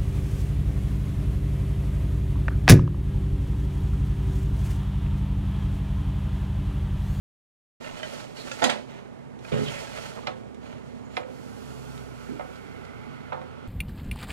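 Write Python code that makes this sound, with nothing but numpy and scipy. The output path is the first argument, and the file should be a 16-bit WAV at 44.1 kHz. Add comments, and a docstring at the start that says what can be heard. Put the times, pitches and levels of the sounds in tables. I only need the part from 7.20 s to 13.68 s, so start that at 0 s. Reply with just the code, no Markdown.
"""First, after a short silence, a metal baking tray scrapes along the wire rack of a small oven with wiry
pings and knocks home. An oven mitt bumps and brushes the door, which squeaks and clicks as it is swung
shut; the warm casing ticks. Behind lie a hum, the room's murmur and a far engine that winds down.
Struck parts are sums of dying modes with noise, rubbing is filtered slips, the engine is a stack of sines.
Two microphone ports: the right one faces the oven, the left hears it weaker and more scattered."""
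import sys
import numpy as np
from scipy import signal
from scipy.fft import rfft, irfft, next_fast_len
from scipy.io import wavfile

SR = 44100
rng = np.random.default_rng(int(sys.argv[2]) if len(sys.argv) > 2 else 0)


def put_to_file(sound):
    """Save the sound as 16-bit audio at rate SR, in the file named by the first command-line argument."""
    columns = np.atleast_2d(sound).T  # one column per channel
    safe = np.clip(columns, -1, 1)
    whole_steps = np.round(safe * 32767)
    wavfile.write(sys.argv[1], SR, whole_steps.astype(np.int16))


N = 285598
TIME = np.arange(N) / SR


def from_db(db):
    """Decibels to gain."""
    return 10 ** (np.asarray(db) / 20)


def rms_one(x):
    """Scale to unit power."""
    return x / np.sqrt(np.mean(x ** 2) + 1e-20)


def in_time(rows):
    """Each column of a curve at every sample."""
    s, *columns = np.transpose(rows)
    return [np.interp(TIME, s, column) for column in columns]


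def over_hz(rows, size):
    """Each column of a spectrum at every bin of a transform, joined along log frequency."""
    hz, *columns = np.transpose(rows)
    bins = np.log(np.maximum(np.fft.rfftfreq(size, 1 / SR), 1))
    return [np.interp(bins, np.log(hz), column) for column in columns]


def low_pass(x, order, top_hz):
    """Remove what lies above an edge."""
    return signal.sosfilt(signal.butter(order, top_hz, fs=SR, output="sos"), x)


def coloured(x, colour):
    """Give a noise-like signal a spectrum; unit power."""
    size = next_fast_len(len(x))
    gain = from_db(over_hz(colour, size)[0])
    return rms_one(irfft(rfft(x, size) * gain, size)[:len(x)])


def noise(colour, size=N):
    """Coloured noise of unit power."""
    return coloured(rng.standard_normal(size), colour)


def drift(per_s):
    """Smooth random wander of unit power."""
    size = next_fast_len(N)
    smoothing = (1 + (np.fft.rfftfreq(size, 1 / SR) / per_s) ** 2) ** 2
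    return rms_one(irfft(rfft(rng.standard_normal(size)) / smoothing, size)[:N])


def dying(t, t60):
    """Falls by 60 dB in t60 seconds."""
    return np.exp(-np.log(1000) * t / t60)


def resonate(x, hz, width_hz):
    """A two-pole resonance with gain 1 at its peak."""
    r = np.exp(-np.pi * width_hz / SR)
    poles = [1, -2 * r * np.cos(2 * np.pi * hz / SR), r * r]
    return signal.lfilter((1 - r * r) / 2 * np.array([1, 0, -1]), poles, x)


def rough_tone(hz, width_hz):
    """A narrow band of noise around a pitch, fixed or moving."""
    turn = 2 * np.pi * np.cumsum(hz * np.ones(N)) / SR
    return drift(width_hz) * np.cos(turn) + drift(width_hz) * np.sin(turn)


def add(out, s, db, sound):
    """Place a struck sound at a time; its level is that of the first 20 ms."""
    at = int(s * SR)
    gain = from_db(db) / np.std(sound[:SR // 50])
    out[at:at + len(sound)] += sound[:N - at] * gain


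def ring(modes, spread_db=3.3):
    """Clear dying modes, each with a strength drawn at random around its level."""
    t = TIME[:SR]
    out = 0
    for k, (hz, db, t60) in enumerate(modes):
        strength = from_db(db + spread_db * rng.standard_normal())
        out = out + (-1) ** k * strength * np.sin(2 * np.pi * hz * t) * dying(t, t60)
    return out


def body(modes, colour, crack_t60, tail_db, tail_t60, tail_top_hz, modes_db, prompt_db,
         attack_s=0.00024, build_s=0.0031):
    """One blow: a crack, the clear modes, and a duller tail that builds up in the oven box and the room."""
    t = TIME[:int(.7 * SR)]
    crack = noise(colour, size=len(t)) * dying(t, crack_t60)
    tail = low_pass(noise(colour, size=len(t)), 1, tail_top_hz)
    tail = from_db(tail_db) * tail * dying(t, tail_t60) * (1 - np.exp(-t / build_s))
    clear = 0
    for k, (hz, db, t60) in enumerate(modes):
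        strength = from_db(db + 2 * rng.standard_normal())   # drawn at random around its level
        # most energy leaks quickly through the contact
        fading = dying(t, t60) + from_db(prompt_db) * dying(t, t60 / 5)
        clear = clear + (-1) ** k * strength * np.sin(2 * np.pi * hz * t) * fading
    return (crack + tail + from_db(modes_db) * clear) * (1 - np.exp(-t / attack_s))


def blows(rows, response):
    """Each contact excites only a band of the body."""
    out = np.zeros(N)
    for s, db, low_hz, top_hz in rows:
        band = signal.butter(2, [low_hz, top_hz], "band", fs=SR, output="sos")
        add(out, s, db, signal.sosfilt(band, response()))
    return out


def reflected(x, scatter_t60=0.1):
    """A short burst of echoes from the oven walls, of unit energy."""
    length = SR // 2
    echoes = rng.standard_normal(length) * dying(TIME[:length], scatter_t60)
    return signal.fftconvolve(x, echoes / np.linalg.norm(echoes))[:N]


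def boxed(x, echo_db=-7, echo_t60=0.088):
    """Early echoes between the oven walls put a fine ripple on the spectrum."""
    echo_gain = from_db(echo_db)
    return (x + echo_gain * reflected(x, scatter_t60=echo_t60)) / np.hypot(1, echo_gain)


# hum tones of the appliances: f/Hz, level/dB
HUM_TONES = [(121, -56), (242, -47), (258, -50), (393, -57.5)]
# spectrum of the room's murmur: f/Hz, relative level per Hz/dB
MURMUR_COLOUR = [(25, -23), (48, -17), (75, -7), (130, 2.5), (240, 4), (330, -1), (450, 1.5), (700, -7),
                 (1100, -12), (2200, -21.5), (4200, -32), (9500, -39), (12500, -49), (15500, -56)]


def room(waver_db=2.35, murmur_db=-40.5):
    """Appliances in the room hum with a wavering level over a steady murmur."""
    hum = 0
    for hz, db in HUM_TONES:
        tone = np.sqrt(2) * np.sin(2 * np.pi * (hz * TIME + rng.random()))
        hum = hum + from_db(db + waver_db * drift(3.4)) * tone
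    return hum + from_db(murmur_db) * noise(MURMUR_COLOUR)


ENGINE_TOP_HZ, ENGINE_IDLE_HZ = 35.28, 26.55   # firing rates
ENGINE_CLIMB_HZ_PER_S, ENGINE_COAST_S = 2.1, 1.1
ENGINE_HOLD_FROM_S, ENGINE_HOLD_TO_S = 2.8, 4.3


def firing_rate():
    """Firings per second: a steady climb, a hold and a slow coast towards idle."""
    climb = ENGINE_CLIMB_HZ_PER_S * np.minimum(TIME - ENGINE_HOLD_FROM_S, 0)
    coast = np.exp(-np.maximum(TIME - ENGINE_HOLD_TO_S, 0) / ENGINE_COAST_S)
    return ENGINE_IDLE_HZ + (ENGINE_TOP_HZ - ENGINE_IDLE_HZ) * coast + climb


# partials of the engine: multiple of the firing rate, relative level/dB
ENGINE_PARTIALS = [(2, -4.5), (3, -0.5), (4, -5), (5, 3.5), (6, 7), (7, -26), (8, 11), (11, -28),
                   (13, 15.5), (16, -5)]
# pitches the room favours as the partials glide through: f/Hz, gain/dB
ENGINE_ROOM_GAIN = [(52, -3), (62, -2), (70, -2), (79, 12), (88, -3), (98, -18), (108, -3), (120, -1.5),
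                    (132, 7), (143, -4.5), (178, -16.5), (194, -27), (212, -7), (245, -23.5)]
# how strongly the distant engine comes through: t/s, gain/dB
ENGINE_STRENGTH = [(.6, -56), (1.3, -59), (2.0, -50.5), (2.8, -42.5), (3.7, -45.5), (4.7, -41),
                   (6.48, -51.5)]


def engine(fading_db=2.5, wobble=0.003):
    """Far off: only low multiples of the firing rate come through the walls, each fading in and out."""
    firings = firing_rate()
    turn = 2 * np.pi * np.cumsum(firings * (1 + wobble * drift(10.2))) / SR
    out = 0
    for multiple, db in ENGINE_PARTIALS:
        room_db = np.interp(multiple * firings, *np.transpose(ENGINE_ROOM_GAIN))
        gain = from_db(db + room_db + fading_db * drift(3))
        out = out + gain * np.sin(multiple * turn + 2 * np.pi * rng.random())
    return from_db(in_time(ENGINE_STRENGTH)[0]) * out


# course of the whirr: t/s, level/dB, centre f/Hz
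WHIRR_COURSE = [(4.6, -66, 2200), (5.35, -54.5, 2186), (6.0, -53.5, 2070), (6.48, -73, 2020)]


def whirr(wander_hz=45, wanders_per_s=7):
    """A faint, diffuse pitch that wavers and sinks inside the wash."""
    db, hz = in_time(WHIRR_COURSE)
    return from_db(db) * rough_tone(hz + wander_hz * drift(wanders_per_s), width_hz=260)


WASH_START_S, WASH_RISE_S = 4.033, 0.1
WASH_DB, WASH_GROWTH_DB_PER_S = -50.5, 1.4
WASH_TOP_DB, WASH_TOP_RISE_S, WASH_TOP_FADE_DB_PER_S = -45, 0.41, 10.5
# spectrum of the body of the wash: f/Hz, relative level per Hz/dB
WASH_BODY_COLOUR = [(400, -21), (750, 7), (1050, -0.5), (1400, 7), (1750, -3.5), (2150, -1.5), (3000, -5.5),
                    (4500, -14.5), (8000, -38.5)]
# spectrum of the top of the wash: f/Hz, relative level per Hz/dB
WASH_TREBLE_COLOUR = [(2500, -2), (4500, 2), (6500, 0), (9500, -4), (12000, -7), (15500, -18)]


def wash(flutter_db=1.2):
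    """A smooth hiss swells, then dulls: its body keeps growing while its top fades."""
    t = np.maximum(TIME - WASH_START_S, 0)
    low = from_db(WASH_DB + WASH_GROWTH_DB_PER_S * t) * (1 - np.exp(-t / WASH_RISE_S))
    top = from_db(WASH_TOP_DB - WASH_TOP_FADE_DB_PER_S * t) * (1 - np.exp(-t / WASH_TOP_RISE_S))
    hiss = low * noise(WASH_BODY_COLOUR) + top * noise(WASH_TREBLE_COLOUR)
    return from_db(flutter_db * drift(7.4)) * hiss


# modes of the broad oven panels: f/Hz, relative level/dB, t60/s
OVEN_PANEL_MODES = [(98, -7, .3), (118, 1.5, 0.25), (143, 4, 0.24), (219.4, 7, 0.35), (259, 2, 0.17),
                    (312, -5.5, 0.33), (421.4, 2, 0.68), (512, 6, 0.34), (572, -0.5, 0.35),
                    (645, 2.5, 0.31)]
# the crowd of weaker panel modes: f/Hz, relative level per Hz/dB
OVEN_PANEL_COLOUR = [(50, -22), (140, 9.5), (270, 0), (345, -8), (420, 7), (600, -19), (850, -8),
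                     (1400, -9.5), (3300, -13), (5000, -30), (15000, -49)]


def door_bump():
    """The broad panels, moved by a padded hand."""
    return body(OVEN_PANEL_MODES, OVEN_PANEL_COLOUR, crack_t60=0.3, tail_db=-4.0, tail_t60=0.49,
                tail_top_hz=4000, modes_db=-12.5, prompt_db=8, attack_s=0.0011)


# soft bumps of the mitt on the oven: t/s, level/dB, contact low edge f/Hz, contact top edge f/Hz
MITT_CONTACTS = [(2.3178, -23, 110, 5200), (2.323, -22, 85, 260), (2.337, -26.5, 170, 3200),
                 (2.349, -26, 189, 520), (2.358, -25, 130, 704), (2.376, -27, 180, 480),
                 (2.367, -31, 260, 2200), (2.387, -24, 139, 300), (2.405, -32.5, 380, 800),
                 (2.416, -31, 140, 450), (2.43, -41, 110, 420), (2.472, -47, 120, 320),
                 (5.085, -29.5, 242, 340), (5.105, -32.5, 268, 346), (5.124, -37, 263, 370)]


def mitt_bumps():
    """The mitt judders unevenly on the panel."""
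    return blows(MITT_CONTACTS, door_bump)


# thin squeaks as the door closes: start t/s, length/s, starting f/Hz, peak level/dB
DOOR_SQUEAKS = [(3.812, 0.25, 6800, -64.5), (3.951, 0.067, 10200, -63)]


def squeak(catch_db=5.0, catches_per_s=45, climb=0.091):
    """Dry sliding contacts that catch and let go; their pitch climbs as the door tightens."""
    out = 0
    for start, length, hz, db in DOOR_SQUEAKS:
        progress = np.clip((TIME - start) / length, 0, 1)
        tone = rough_tone(hz * (1 + climb * progress), width_hz=660)
        out = out + from_db(db) * np.sin(np.pi * progress) * tone
    return out * from_db(catch_db * drift(catches_per_s))


# modes of the door: f/Hz, relative level/dB, t60/s
OVEN_DOOR_MODES = [(408, -7, 0.47), (515.5, 7, 0.37), (600, 4, 0.2), (747, 7, 0.19), (786, 2.5, 0.09),
                   (906, 1, 0.25), (1040, -2.5, 0.15), (1285, -4, 0.3), (2080, 0.5, 0.094),
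                   (2398, -1, 0.08), (3370, -13, 0.083), (4110, -8, 0.054)]
# the crowd of weaker door modes: f/Hz, relative level per Hz/dB
OVEN_DOOR_COLOUR = [(100, -12), (250, 15), (600, 11), (1200, 4), (2400, -4), (3300, -7), (4400, -14),
                    (5300, -16), (7500, -14), (11000, -21), (15000, -48)]


def door_click():
    """Glass door and steel casing."""
    return body(OVEN_DOOR_MODES, OVEN_DOOR_COLOUR, crack_t60=0.028, tail_db=-11.0, tail_t60=0.29,
                tail_top_hz=1190, modes_db=-22.5, prompt_db=-1)


# the door snaps and the casing rattles in answer: t/s, snap level/dB, snap low edge f/Hz,
# snap top edge f/Hz, rattle level/dB, loss per rebound/dB, ring level/dB, pitch factor, length factor
DOOR_SNAPS = [(3.0697, -27.5, 1130, 4400, -33.5, 5, -32.5, 1.01, 0.57),
              (3.9677, -28, 1620, 4200, -28, 9, -29.5, 0.98, 0.75),
              (5.195, -29, 483, 2000, -52, -2.5, -41, 1.4, 0.54),
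              (6.1215, -27, 696, 1690, -35.5, 1, -37, 1.1, 0.82)]
# small contacts of door and warm casing: t/s, level/dB, contact low edge f/Hz, contact top edge f/Hz
SMALL_TICKS = [(2.19, -57, 3070, 7200), (3.0712, -37, 3200, 4700), (3.0745, -42, 1900, 4000),
               (3.345, -58, 3480, 10100), (3.9682, -41, 3800, 4930), (3.974, -39.5, 1470, 2680),
               (3.998, -35, 444, 800), (4.031, -45, 1200, 2800), (4.047, -39, 440, 644),
               (4.082, -40, 400, 620), (4.098, -49, 426, 716), (4.777, -50, 2880, 7200),
               (5.209, -37.5, 700, 2870), (5.357, -54.5, 3100, 7100), (5.65, -55, 3070, 7200),
               (6.129, -39.5, 1400, 3800), (6.145, -39, 600, 2600), (6.179, -40, 700, 1500),
               (6.215, -43, 700, 4560)]
REBOUND_S, REBOUND_LOW_HZ, REBOUND_TOP_HZ = .0058, 370, 1260   # delay of the first rebound, contact edges


def door_clicks(rebounds=4, ring_top_hz=950):
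    """A bright snap, a run of dull rebounds and the lingering ring of the door; small ticks in between."""
    contacts, ringing = list(SMALL_TICKS), np.zeros(N)
    for s, db, low_hz, top_hz, rattle_db, loss_db, ring_db, pitch, length in DOOR_SNAPS:
        contacts.append((s, db, low_hz, top_hz))
        for k in range(rebounds):
            rebound_s = s + REBOUND_S * (k + 1) ** 2   # ever wider gaps
            contacts.append((rebound_s, rattle_db - k * loss_db, REBOUND_LOW_HZ, REBOUND_TOP_HZ))
        # each snap has its own pitch and length of ring
        modes = [(hz * pitch, level_db, t60 * length) for hz, level_db, t60 in OVEN_DOOR_MODES]
        add(ringing, s + REBOUND_S, ring_db, low_pass(ring(modes), 2, ring_top_hz))
    return blows(contacts, door_click) + ringing


STROKE_GROWTH_DB_PER_S, STROKE_RELEASE_DB_PER_S = 2, 70   # the release works against the growth
# sliding strokes, first the tray on the rack, then the mitt on the door:
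# start t/s, length/s, rise/s, friction level/dB, fine hiss level/dB
SLIDING_STROKES = [(0.585, 0.22, 0.025, -39.5, -49.5), (0.771, 0.19, 0.13, -38, -43.5),
                   (1.135, 0.27, 0.039, -40.5, -44.5), (1.657, 0.077, 0.042, -44, -63),
                   (2.176, 0.43, 0.28, -36, -41.5), (2.649, 0.21, 0.099, -38, -44.5),
                   (2.9, 0.17, 0.062, -46.5, -58.5), (3.378, 0.12, 0.07, -44, -58.5),
                   (3.56, 0.11, 0.33, -44, -51.5), (3.879, 0.048, 0.052, -44.5, -58)]


def stroke_gains():
    """Gains of friction and fine hiss: each stroke rises, swells slightly and dies away."""
    power = np.zeros((2, N))
    for start, length, rise, friction_db, fine_db in SLIDING_STROKES:
        t = TIME - start
        growth_db = STROKE_GROWTH_DB_PER_S * np.maximum(t - rise, 0)
        release_db = STROKE_RELEASE_DB_PER_S * np.maximum(t - length, 0)
        shape = np.clip(t / rise, 0, 1) * from_db(growth_db - release_db)
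        power += (from_db([[friction_db], [fine_db]]) * shape) ** 2
    return np.sqrt(power)


# resonances of the oven that rubbing wakes: f/Hz, width/Hz, relative level/dB
RUBBED_RESONANCES = [(628, 86, 3.5), (919, 31, 11.5), (1356, 110, -1.5), (1873, 32, 8), (2170, 430, -9.5),
                     (2494, 88, 3), (2940, 49, -5), (4060, 47, -1), (4330, 100, -27), (6570, 110, -8)]
# spectrum of the swish: f/Hz, relative level per Hz/dB
SWISH_COLOUR = [(380, -3.5), (580, 13.5), (800, 1), (1200, -3.5), (2100, -1.5), (3100, -4), (4400, -10.5),
                (6000, -25), (12000, -42)]
# spectrum of the fine hiss: f/Hz, relative level per Hz/dB
FINE_HISS_COLOUR = [(2500, -1), (4500, -1), (6700, -4.5), (9000, -8), (12000, -16.5), (15500, -26)]


def rubbing(slips_per_s=2200, spread_db=4.0, flutter_db=1.54, swish_db=-3.5, ring_db=-5.5):
    """Countless tiny slips make a grainy swish and keep the metal ringing faintly."""
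    friction, fine = stroke_gains()
    sizes = from_db(spread_db * np.minimum(rng.exponential(1, N), 5)) * rng.choice([-1, 1], N)
    slips = sizes * (rng.random(N) < slips_per_s / SR)
    ringing = 0
    for k, (hz, width_hz, db) in enumerate(RUBBED_RESONANCES):
        ringing = ringing + (-1) ** k * from_db(db) * resonate(slips, hz, width_hz)
    swish = from_db(swish_db) * coloured(slips, SWISH_COLOUR)
    scrape = swish + from_db(ring_db) * rms_one(ringing)
    return from_db(flutter_db * drift(37)) * (friction * scrape + fine * noise(FINE_HISS_COLOUR))


# spectrum of the crackle: f/Hz, relative level per Hz/dB
CRACKLE_COLOUR = [(900, 11), (1600, -0.5), (3000, 2.5), (4500, -7), (7000, -8), (12000, -27.5)]


def grit(grains_per_s=160, clump_db=6, clumps_per_s=25, spread_db=-2.0, grit_db=-8):
    """Rough spots catch in uneven clumps and crackle on top of the swish."""
    sizes = from_db(spread_db * np.minimum(rng.exponential(1, N), 3)) * rng.choice([-1, 1], N)
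    rate = grains_per_s * from_db(clump_db * drift(clumps_per_s))
    caught = rng.random(N) < rate / SR
    crackle = coloured(reflected(sizes * caught, scatter_t60=0.028), CRACKLE_COLOUR)
    return from_db(grit_db) * stroke_gains()[0] * crackle


# short rasps within the sliding strokes:
# start t/s, length/s, starting f/Hz, final f/Hz, width/Hz, peak level/dB
SHORT_RASPS = [(1.16, .09, 4300, 4000, 650, -43), (2.44, 0.088, 3700, 2325, 1110, -38),
               (2.52, 0.093, 2575, 1900, 800, -37), (2.739, .06, 2406, 1815, 900, -42),
               (2.952, 0.057, 1284, 907, 900, -40.5)]


def rasps():
    """Short rasps within the sliding strokes: narrow bands of noise, each falling in pitch."""
    out = 0
    for start, length, from_hz, to_hz, width_hz, db in SHORT_RASPS:
        progress = np.clip((TIME - start) / length, 0, 1)
        tone = rough_tone(from_hz + (to_hz - from_hz) * progress, width_hz=width_hz)
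        out = out + from_db(db) * np.sin(np.pi * progress) * tone
    return out


# modes of the thin tray: f/Hz, relative level/dB, t60/s
BAKING_TRAY_MODES = [(222, -0.5, 0.67), (253.4, 2.5, 0.49), (411, -16, 0.16), (509, -2.5, 0.29),
                     (595.5, -0.5, 0.32), (850, 0, 0.27), (880, -8, 0.086), (1360, 2.5, 0.048),
                     (1922, 0, 0.092), (2056, -9, 0.091), (2840, -7, 0.05), (3220, -2, 0.083),
                     (3510, 1.5, 0.041), (3900, -5, 0.049), (4620, -8, 0.066), (4970, -5, 0.08),
                     (6592, -4, 0.1), (6970, -3, 0.055), (7000, -12, 0.06), (7780, -11, 0.14),
                     (8420, -16, .1)]
# the crowd of weaker tray modes, also the colour of the wiry ticks: f/Hz, relative level per Hz/dB
BAKING_TRAY_COLOUR = [(70, -6), (140, 6), (250, -7), (350, 1.5), (650, 3.5), (900, 0.5), (1200, -6),
                      (2000, -7), (3500, -12.5), (5800, -14.5), (7000, -15.5), (10000, -19), (15000, -34)]


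def tray_blow():
    """Thin metal on wire."""
    return body(BAKING_TRAY_MODES, BAKING_TRAY_COLOUR, crack_t60=0.035, tail_db=-9, tail_t60=0.31,
                tail_top_hz=6140, modes_db=-15.5, prompt_db=3.5)


# wiry pings: the tray sliding and landing, then small catches during the later brushing:
# t/s, level/dB, pitch f/Hz, brightness/dB per octave
WIRY_PINGS = [(.6458, -41, 570, -2), (.6917, -44, 576, -3), (.768, -48, 650, -8), (.7959, -48, 636, 0),
              (.831, -30.5, 622, -1), (.8807, -52, 670, 6), (.953, -52, 620, 0), (1.169, -45, 917, 2),
              (1.2918, -58, 733, 2), (1.315, -32, 537, 0), (1.4222, -25.5, 717, -3.5),
              (1.4283, -19.5, 707, -9), (1.501, -29, 697, -18), (2.249, -39.5, 509, -3),
              (2.484, -40, 630, 8.5), (2.672, -43.5, 518, 6), (2.775, -41, 457, 4), (2.983, -43, 478, -10),
              (3.034, -43, 468, -4)]
# bending modes of a wire: multiple of its pitch, relative level/dB, t60/s
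WIRE_BENDING_MODES = [(1, 2.5, 0.12), (2.58, 2.5, 0.097), (3.16, 0.5, 0.075), (4.9, 5, 0.067),
                      (5.9, -18, 0.06), (7.9, -22, 0.063)]


def wire_pings(tick_db=-8, tick_t60=0.023, low_hz=1500, top_hz=5000):
    """Each ping is a noisy tick and a ring like that of a thin bar."""
    t = TIME[:SR // 4]

    def tick():
        """A burst of dying noise."""
        return noise(BAKING_TRAY_COLOUR, size=len(t)) * dying(t, tick_t60)

    ticks = [(s, db + tick_db + tilt_db, low_hz, top_hz) for s, db, _, tilt_db in WIRY_PINGS]
    out = blows(ticks, tick)
    for s, db, hz, tilt_db in WIRY_PINGS:
        modes = [(hz * multiple, level_db + tilt_db * np.log2(multiple), t60)
                 for multiple, level_db, t60 in WIRE_BENDING_MODES]
        add(out, s, db, ring(modes))
    return out


# tray on the rack: t/s, level/dB, contact low edge f/Hz, contact top edge f/Hz
TRAY_CONTACTS = [(.8305, -39.5, 1400, 3400), (1.316, -38, 2580, 7050), (1.4185, -24, 250, 2500),
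                 (1.4218, -21.5, 420, 2400), (1.429, -19, 197, 1500), (1.4305, -33.5, 2500, 7040),
                 (1.4405, -16.5, 350, 15500), (1.4445, -25, 3040, 4180), (1.4515, -20, 200, 680),
                 (1.453, -30, 1800, 7050), (1.4645, -34.5, 1300, 4200), (1.4915, -26.5, 460, 2980),
                 (1.4955, -25, 1190, 3600), (1.4985, -27, 1290, 10500), (1.502, -27.5, 1700, 4800),
                 (1.5115, -34.5, 600, 4200), (1.5375, -49, 1200, 2630), (1.556, -31.5, 230, 750),
                 (1.573, -51, 2400, 4300)]


def tray_knocks():
    """The edge strikes the wires, and the tray drops flat and chatters."""
    return blows(TRAY_CONTACTS, tray_blow)


# left microphone port against the right: f/Hz, level/dB, phase/rad, share of direct sound (0-1)
LEFT_AGAINST_RIGHT = [(50, -1, -2, 0.88), (128, -2, -2, 0.88), (209, -7, -3, 0.97), (414, -10.5, -2.5, 1),
                      (700, -6.5, -4.5, 0.81), (1510, -6.5, -4.5, 1), (4560, -6.5, -4, 0.25),
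                      (7800, -6.5, -3.5, 0), (14300, -6, -1, 0.18)]


def microphones(front, scattered):
    """The right port faces the oven; the left hears it weaker, shifted in phase, with scattered sound."""
    size = next_fast_len(N + SR)
    level_db, phase, direct = over_hz(LEFT_AGAINST_RIGHT, size)
    left = direct * np.exp(1j * phase) * rfft(front, size)
    left = left + np.sqrt(1 - direct ** 2) * rfft(scattered, size)
    return np.array([irfft(from_db(level_db) * left, size)[:N], front])


def scene():
    """Tray, door and background at the two microphones; each part of the oven has its own echoes."""
    door = door_clicks() + mitt_bumps() + squeak()
    parts = [tray_knocks(), wire_pings(), rasps() + grit(), door]
    front = sum(parts) + boxed(rubbing() + wash()) + whirr() + engine() + room()
    # spread-out noises differ from one direction to the next, so they are drawn afresh
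    scattered = sum(reflected(part) for part in parts) + boxed(rubbing() + wash()) + room()
    return microphones(front, scattered)


def record(dry, start_s=.600, rise_s=0.0087, cutoff_hz=15700):
    """Silence until the sound is switched in with a brief ramp; a steep low-pass cuts the top."""
    switched_in = np.clip((TIME - start_s) / rise_s, 0, 1)
    top_cut = signal.ellip(10, .2, 80, cutoff_hz, fs=SR, output="sos")
    return signal.sosfilt(top_cut, dry * switched_in)


dry = scene()
out = record(dry)
put_to_file(out)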